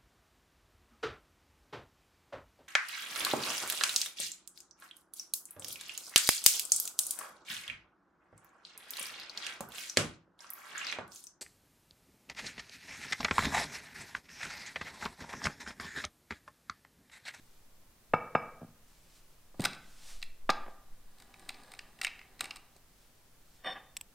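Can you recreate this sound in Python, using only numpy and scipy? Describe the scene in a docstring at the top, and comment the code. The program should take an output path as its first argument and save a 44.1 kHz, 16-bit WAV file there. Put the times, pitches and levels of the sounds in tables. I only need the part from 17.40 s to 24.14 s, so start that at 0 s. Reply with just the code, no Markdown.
"""A glass bottle is set down on a stone slab, which rings like a set of dying sines; a sleeve brushes as soft noise.
A ceramic jar of long matches then lands on a table. Fingers stir the matches and draw one out: short noisy knocks
and fine clicks pass through wooden resonances. At the end the jar is slid aside and a finger ring ticks on it.
Air stirs at the microphone all along, in a quiet furnished room; one microphone feeds two channels,
and each channel adds its own hiss."""
import sys
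import numpy as np
from scipy import signal
from scipy.fft import rfft, irfft
from scipy.io import wavfile

SR = 44100
rng = np.random.default_rng(int(sys.argv[2]) if len(sys.argv) > 2 else 0)


def field_ratio(decibels):
    """Amplitude ratio for a level in dB (20 dB per decade); scalars and array-likes work."""
    return 10 ** (np.asarray(decibels, dtype=float) / 20)


def output_pcm(signal):
    """Save a mono or channel-first signal as 16-bit PCM at the path in sys.argv[1].

    Samples are clipped to [-1, 1] before scaling.
    """
    pcm = np.clip(np.atleast_2d(signal).T, -1, 1) * 32767
    wavfile.write(sys.argv[1], SR, np.round(pcm).astype(np.int16))


N = 297278   # length in samples

# Source levels in the tables are before the gains in the functions.
# Bottle base meeting the slab: start_s, push_db, sharpness_hz
BOTTLE_CONTACTS = [(0.7353, -19.5, 1480), (0.7376, -29.5, 2140), (.95, -21.5, 1730), (0.9522, -36, 1590),
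                   (1.214, -34, 400), (1.226, -33, 339), (1.243, -37, 300), (1.282, -46, 252)]
# Ringing of slab and bottle: pitch_hz, level_db, time_to_fall_60_db_s
SLAB_MODES = [(101.5, -22, 0.083), (157, -17, 0.117), (224, -10.5, 0.05), (319, -8, 0.02),
              (464, -5.5, 0.028), (663, -1, 0.036), (758, -5, 0.045), (870, -5, 0.037), (990, -8.5, 0.041),
              (1108, 0.5, 0.023), (1240, -0.5, 0.044), (1320, -7.5, 0.056), (1236, -26.5, 0.66),
              (1308, -29, .5), (1426, -7.5, 0.04), (1619, -3.5, 0.069), (1900, -0.5, 0.012),
              (2214, -4.5, .04), (2260, -21, 0.37), (2310, -19.5, .5), (2414, -5.5, 0.061),
              (2659, -3, 0.036), (2940, -6.5, 0.028), (3656, -12.5, 0.026), (4290, -32, 0.012),
              (5100, -14.5, 0.19), (7260, -32, .01)]
# Resonances of the gritty crack: pitch_hz, width_hz, level_db
GRIT_BODY = [(3560, 590, -16.5), (7820, 2400, -32)]
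# Jar base meeting the table: start_s, push_db, sharpness_hz
JAR_CONTACTS = [(2.143, -47, 880), (2.195, -2.5, 207), (2.254, -34, 2020), (3.092, -18.5, 1910),
                (3.100, -50, 1430), (3.262, -43.5, 1600), (3.28, -38.5, 1010), (5.36, -46.5, 600),
                (6.257, -43, 2500), (6.355, -48, 2500)]
# Ringing of the table top: pitch_hz, level_db, time_to_fall_60_db_s
TABLE_MODES = [(94.1, -28.5, 0.022), (161, -12.5, 0.036), (211.8, -8, 0.021), (400, -7.5, 0.02),
               (508, -10, 0.026), (686, -6, 0.025), (771, -4, 0.038), (844, -7.5, 0.035), (865, -23.5, .3),
               (981, -4, 0.019), (1186, -4, 0.041), (1237, -24.5, 0.35), (1410, -9, .02),
               (1535, -2.5, 0.0134), (1590, -20, .3), (1678, -2, 0.032), (1945, -2, 0.026),
               (2175, -5.5, 0.02), (2510, -4, 0.013), (3060, 0.5, 0.013)]
# Ringing of the jar wall when no hand holds it: pitch_hz, level_db, time_to_fall_60_db_s
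JAR_MODES = [(514, -16.5, .1), (747, -12.5, 0.11), (1667, -20, .1), (1790, -11.5, 0.056), (2885, -9, 0.026),
             (3290, -22, .15), (3605, -8, 0.41), (4450, -19.5, 0.08), (5440, -17, .5), (8670, -21, 0.097)]
# Short shoves of the jar over the table: peak_s, level_db, rise_s, fall_s
SHOVES = [(6.245, -47, .008, 0.038), (6.262, -42, 0.013, 0.077), (6.28, -46, 0.02, 0.077),
          (6.326, -54, 0.094, .012), (6.36, -48.5, 0.0069, 0.041)]
# Knocks of the sticks: start_s, level_db, then relative to that: hollow_db, middle_db, treble_db
STICK_KNOCKS = [(2.1959, -33, -11, -10, -14), (2.2046, -37.5, -19, -2, -1.5), (2.2181, -37.5, -21, -2, 0.5),
                (2.2392, -22, -12, -7, -15), (2.2487, -19, -4.5, -11, -16),
                (2.2512, -18.5, -17, -10, -11.5), (2.2543, -19, -3.5, -6, -14),
                (2.2653, -32, -10, -23, -23), (2.3311, -33.5, -28, -8, -24), (2.3474, -43.5, -9, -6, -13),
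                (2.8166, -41, -18, -3.5, -22), (2.826, -23, -25, -10, -24.5), (2.837, -43, -35, -24.5, -9),
                (3.0925, -19.5, 0, -20, -32), (3.0985, -25.5, 8.5, -3.5, -24),
                (3.1019, -20, 1.5, -6.5, -19), (3.107, -30, -10, -18, -25), (3.7837, -53, -17, -4.5, -10),
                (3.7993, -48, -2.5, -0.5, -6), (3.8213, -51.5, -1, 0.5, -2), (3.9396, -41.5, -10, -9, -22),
                (3.9941, -48, -15, -9, -5), (4.0882, -39, -14.5, -22, -4.5), (4.091, -27.5, -20, -5, -16.5),
                (4.1027, -39.5, -5, -11, -13), (4.143, -45, -20, -1.5, -34), (4.2337, -51, -11, -6, -6),
                (4.3175, -40.5, -14, -8.5, -7.5), (4.3363, -37.5, -6, -12, -15),
                (4.3484, -42, -16, -11, -21), (4.3901, -26, -21, -12, -27), (4.588, -38, -26, -14, -35),
                (4.6135, -17, -21, -13, -19.5), (4.6288, -33, -10, -10, -10),
                (4.6337, -27.5, -20, -10, -20), (4.6396, -32, -16, -17, -9), (4.6463, -9, -23, -19.5, -23),
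                (4.6673, -18.5, -20.5, -17.5, -26), (4.6764, -24, -31.5, -18, -31),
                (4.791, -35, -25, -16, -40), (4.8129, -36.5, -19, -19.5, -39),
                (4.9926, -32.5, -34, -13, -30), (5.007, -16, -18, -12, -12.5), (5.0234, -48, -15, -10, -21),
                (5.0411, -26.5, -23, -12, -16), (5.055, -32, -30, -9.5, -14),
                (5.1074, -21.5, -25, -16.5, -27), (5.1587, -37, -11, -5, -10), (5.1674, -40, -11, -8, -11),
                (5.3638, -54.5, -21, -6, -2)]
# Sticks and the air in the jar, in four groups (main, hollow, middle, treble): pitch_hz, width_hz, level_db
STICK_GROUPS = [
    [(1920, 357, 0.5), (2242, 260, 5), (2470, 180, 4.5), (2730, 230, 2.5)],
    [(764, 110, 11.5), (1180, 250, 13.5), (1488, 200, 11.5)],
    [(3885, 590, 11), (5045, 650, 8), (6470, 1560, -3)],
    [(7960, 1900, 7), (9100, 1310, 10.5), (11700, 2400, 2.5), (13100, 3900, 1), (14900, 940, -2)],
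]
# Fingers stirring the sticks: peak_s, level_db, rise_s, fall_s
STIRRING = [(2.234, -45, 0.042, 0.13), (3.8, -69, 0.054, 0.26), (4.02, -66, 0.1, 1.1),
            (4.284, -62.5, 0.93, 0.49), (4.6, -66, 0.061, 0.84), (5.014, -52, 0.033, 0.18)]
# Finger ring ticking on the jar: start_s, level_db, length_ms
TICKS = [(6.5675, -19, 0.84), (6.5717, -27, 0.98), (6.6108, -25.5, 1.33)]
# Resonances of ring and glaze: pitch_hz, width_hz, level_db
TICK_BODY = [(940, 180, -17), (2520, 640, -12), (3320, 660, -13), (5440, 570, -11), (7710, 174, 2.5),
             (8000, 173, 3), (11300, 800, -18.5), (12700, 300, -10.5), (14500, 1000, -35)]
# Strokes of the sleeve: peak_s, level_db, rise_s, fall_s
SLEEVE_STROKES = [(.15, -73.5, 1.5, 0.31), (1.49, -70, 0.089, 0.74), (1.774, -64.5, 0.27, 0.085),
                  (1.91, -73, .4, 0.22), (2.5, -66, 0.43, 0.37), (2.704, -52.5, 0.24, 0.17),
                  (3.3, -71.5, 0.11, 0.073), (5.37, -70, 0.058, 0.037), (5.63, -69.5, .22, .16),
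                  (5.78, -75, 0.054, .08), (6.17, -69, .35, 0.064)]
# Tone colour of the cloth, only its shape counts: pitch_hz, level_db (per Hz)
CLOTH_COLOUR = [(240, -48), (400, -16), (553, -9), (826, -6), (949, -8), (1530, -6), (4730, -2.5),
                (8630, -5), (16000, -22.5)]
# Gusts of air at the microphone: peak_s, level_db, rise_s, fall_s
GUSTS = [(.24, -63.5, .4, 0.21), (.73, -54, 0.11, .08), (1.1, -60.5, .5, 0.44), (1.9, -54.5, 0.33, 0.13),
         (2.18, -46, 0.08, .45), (2.78, -38, 0.29, 0.29), (3.08, -38, 0.11, 0.38),
         (3.52, -43.5, 0.13, 0.26), (3.7, -47, 0.37, 0.092), (4.2, -58.5, .9, .9),
         (4.66, -54.5, 0.27, 0.086), (5.08, -65, .06, .45), (5.61, -70, 0.53, .9)]
# Tone colour of the moving air, only its shape counts: pitch_hz, level_db (per Hz)
AIR_COLOUR = [(2, -22.0), (6, 7.5), (15, -10), (30, -15.5), (60, -46.0), (200, -83)]
# Steady background of the room: pitch_hz, level_db (per Hz)
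ROOM_COLOUR = [(10, -90), (30, -83), (60, -92), (150, -94.5), (300, -101), (600, -104), (1200, -107),
               (2500, -113), (6000, -118), (12000, -125)]
# How long the echoes last: pitch_hz, time_to_fall_60_db_s
ECHO_TIMES = [(100, 0.69), (260, 0.61), (700, 0.62), (1840, 0.63), (4850, 0.34), (12000, 0.084)]
# Hiss of each channel: pitch_hz, level_db (per Hz)
HISS_COLOUR = [(30, -108.5), (150, -103), (1000, -109), (4000, -110), (15000, -110)]


def unit_rms(x):
    """Scales a sound to an average (rms) strength of one."""
    return x / np.sqrt(np.mean(x ** 2) + 1e-20)


def gestures(rows):
    """Loudness of gestures: each climbs 20 dB per rise time to its peak, then falls 20 dB per fall time."""
    t = np.arange(N // 32 + 2) * 32 / SR   # every 32nd sample is enough
    power = 0
    for peak_s, level_db, rise_s, fall_s in rows:
        before = (peak_s - t) / max(rise_s, .003)
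        after = (t - peak_s) / max(fall_s, .003)
        away = np.where(t < peak_s, before, after)
        power = power + field_ratio(level_db - 20 * away) ** 2
    return np.interp(np.arange(N) / SR, t, np.sqrt(power))


def at_hz(points, hz):
    """Reads a table between its pitches, on a log-frequency axis."""
    table_hz, values = np.transpose(points)
    return np.interp(np.log(hz), np.log(table_hz), values)


def coloured(spectrum):
    """Noise whose power per Hz follows the spectrum."""
    hz = np.maximum(np.fft.rfftfreq(N, 1 / SR), 1)
    white = rfft(rng.standard_normal(N))
    return irfft(white * field_ratio(at_hz(spectrum, hz)), N) * np.sqrt(SR / 2)


def modes(force, table):
    """A push sets every mode ringing as a dying sine; neighbours start in opposite directions."""
    out = 0
    for k, (pitch_hz, level_db, t60_s) in enumerate(table):
        r = field_ratio(-60 / (max(t60_s, .004) * SR))   # what is left after one sample
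        turn = 2 * np.pi * pitch_hz / SR
        ring = signal.lfilter([0, np.sin(turn)], [1, -2 * r * np.cos(turn), r * r], force + 1e-18)
        out = out + (-1) ** k * field_ratio(level_db) * ring
    return out


def resonances(x, table):
    """Broad resonances side by side favour the sound near their pitches; their signs alternate."""
    out = 0
    for k, (pitch_hz, width_hz, level_db) in enumerate(table):
        r = np.exp(-np.pi * width_hz / SR)
        b = (1 - r * r) / 2 * np.array([1, 0, -1])
        a = [1, -2 * r * np.cos(2 * np.pi * pitch_hz / SR), r * r]
        out = out + (-1) ** k * field_ratio(level_db) * signal.lfilter(b, a, x + 1e-18)
    return out


def blows(table):
    """Force of each contact: a smooth push whose total is set by its level, shorter when sharper."""
    force, t = np.zeros(N + 2000), np.arange(2000) / SR
    for start_s, push_db, sharpness_hz in table:
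        push = t ** 2 * np.exp(-2 * np.pi * sharpness_hz * t)
        force[round(start_s * SR):][:len(t)] += field_ratio(push_db) * push / push.sum()
    return force[:N]


def bursts(starts_s, levels_db, lengths_ms):
    """Loudness of chattering contacts: each rises quickly and dies away over its length."""
    out, t = np.zeros(N + 2000), np.arange(2000) / SR
    for start_s, level_db, length_ms in zip(starts_s, levels_db, lengths_ms):
        span = t / (max(length_ms, .2) / 1000)
        shape = (1 - np.exp(-3.0 * span)) * np.exp(-span)
        out[round(start_s * SR):][:len(t)] += field_ratio(level_db) * shape
    return out[:N]


def grains(per_s, spread_db):
    """Tiny random clicks of uneven size, with the same mean power whatever their rate."""
    sizes = field_ratio(spread_db * np.minimum(rng.exponential(1, N), 4)) * rng.choice([-1, 1], N)
    per_s = np.clip(per_s, 20, SR)
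    happens = rng.random(N) < per_s / SR
    return unit_rms(sizes) * happens * np.sqrt(SR / per_s)


def bottle():
    """The thick glass base knocks on the stone slab; grit in a sharp contact adds a brief crack."""
    start_s, push_db, sharpness_hz = np.transpose(BOTTLE_CONTACTS)
    grit_db = push_db + 40 * np.log10(sharpness_hz / 1600)   # a sharper contact cracks louder
    grit = bursts(start_s, grit_db, np.full(len(start_s), 8.0)) * rng.standard_normal(N)
    return field_ratio(8.0) * modes(blows(BOTTLE_CONTACTS), SLAB_MODES) + resonances(grit, GRIT_BODY)


def jar():
    """Blows and dragging shake table top and jar wall; the stirring hand presses on the table through the jar."""
    knock = blows(JAR_CONTACTS)
    # the filters soften the clicks of dragging a little, those of stirring a lot
    drag = gestures(SHOVES) * signal.lfilter([1], [1, -.6], grains(8000, spread_db=4.0))
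    stir = gestures(STIRRING) * signal.lfilter([.05], [1, -.95], grains(600, spread_db=2.5))

    table = modes(knock + field_ratio(-29.5) * drag + field_ratio(-14) * stir, TABLE_MODES)
    # keeps the low leakage of the mode filters out of the table's sound
    no_bass = signal.butter(4, 120, "high", fs=SR, output="sos")
    table = signal.sosfilt(no_bass, table)

    # a hand round the wall shortens its ring
    held = [(pitch_hz, level_db, t60_s / 7.4) for pitch_hz, level_db, t60_s in JAR_MODES]
    wall_knock = modes(field_ratio(9.0) * knock, held)
    grip_s = 6.336   # the hand closes on the jar and stills the ring of the drag
    stilled = field_ratio(-30 * np.clip((np.arange(N) / SR - grip_s) / 0.004, 0, 1))
    wall_drag = stilled * modes(field_ratio(-20.5) * drag, JAR_MODES)
    return field_ratio(4.5) * table + wall_knock + wall_drag


def sticks():
    """Knocks and fine rustle of wooden sticks sound through the same four groups of resonances."""
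    start_s, level_db, hollow_db, middle_db, treble_db = np.transpose(STICK_KNOCKS)
    chatter_ms = np.full(len(start_s), 2.25)
    rustle = gestures(STIRRING) * grains(2600, spread_db=3.0)
    chatter = rng.choice([-1, 1], N)
    knock_shares_db = (0 * start_s, hollow_db, middle_db, treble_db)
    rustle_shares_db = (-5.5, -21.5, -4.5, -8)
    out = 0
    for group, share_db, rustle_db in zip(STICK_GROUPS, knock_shares_db, rustle_shares_db):
        knock = bursts(start_s, level_db + share_db, chatter_ms) * chatter
        out = out + resonances(field_ratio(6) * knock + field_ratio(rustle_db) * rustle, group)
    return out


def finger_ring():
    """Metal ticks on glaze: very short bursts of noise through narrow and broad resonances."""
    ticks = bursts(*np.transpose(TICKS)) * rng.standard_normal(N)
    return field_ratio(14) * resonances(ticks, TICK_BODY)


def sleeve():
    """Cloth on cloth, a smooth bright hiss that swells and fades with each stroke."""
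    return gestures(SLEEVE_STROKES) * unit_rms(coloured(CLOTH_COLOUR))


def draught():
    """Slow lumps of air pressure on the diaphragm, swelling in gusts over a faint steady stir."""
    still_air_db = -68
    return (field_ratio(still_air_db) + gestures(GUSTS)) * unit_rms(coloured(AIR_COLOUR))


def room(x):
    """Dense echoes: noise in octave bands, each dying at its own pace, building up over a few ms."""
    t, echoes = np.arange(SR) / SR, 0
    for low_hz in 60 * 2. ** np.arange(8):
        octave = signal.butter(2, [low_hz, 2 * low_hz], "band", fs=SR, output="sos")
        band = signal.sosfilt(octave, rng.standard_normal(SR))
        echoes = echoes + band * field_ratio(-60 * t / at_hz(ECHO_TIMES, low_hz * np.sqrt(2)))
    echoes = echoes * (1 - np.exp(-t / 0.0021))
    echoes = echoes / np.sqrt(np.sum(echoes ** 2))   # unit energy
    return field_ratio(-15.5) * signal.fftconvolve(x, echoes)[:N]


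def room_tone():
    """The steady faint noise of the quiet room, strongest in the bass."""
    return coloured(ROOM_COLOUR)


def scene():
    """All sound meets one microphone; the small ticks stir the room less than the knocks."""
    knocks = bottle() + jar() + sticks()
    ticks = finger_ring()
    echoes = room(knocks + field_ratio(-16) * ticks)
    heard = knocks + ticks + echoes + sleeve() + draught() + room_tone()
    return np.tile(heard, (2, 1))   # the same signal on both channels


def low_pass(x):
    """Removes everything above the highest recorded frequency."""
    return signal.sosfilt(signal.butter(12, 16610, fs=SR, output="sos"), x)


def record(dry):
    """Each channel adds hiss of its own, then a steep filter cuts the very top."""
    hissy = dry + [coloured(HISS_COLOUR), coloured(HISS_COLOUR)]
    top_cut = signal.cheby2(12, 60, 16650, fs=SR, output="sos")   # 60 dB down from 16650 Hz
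    mix = signal.sosfilt(top_cut, hissy)
    return low_pass(mix)


dry = scene()
out = record(dry)
output_pcm(out)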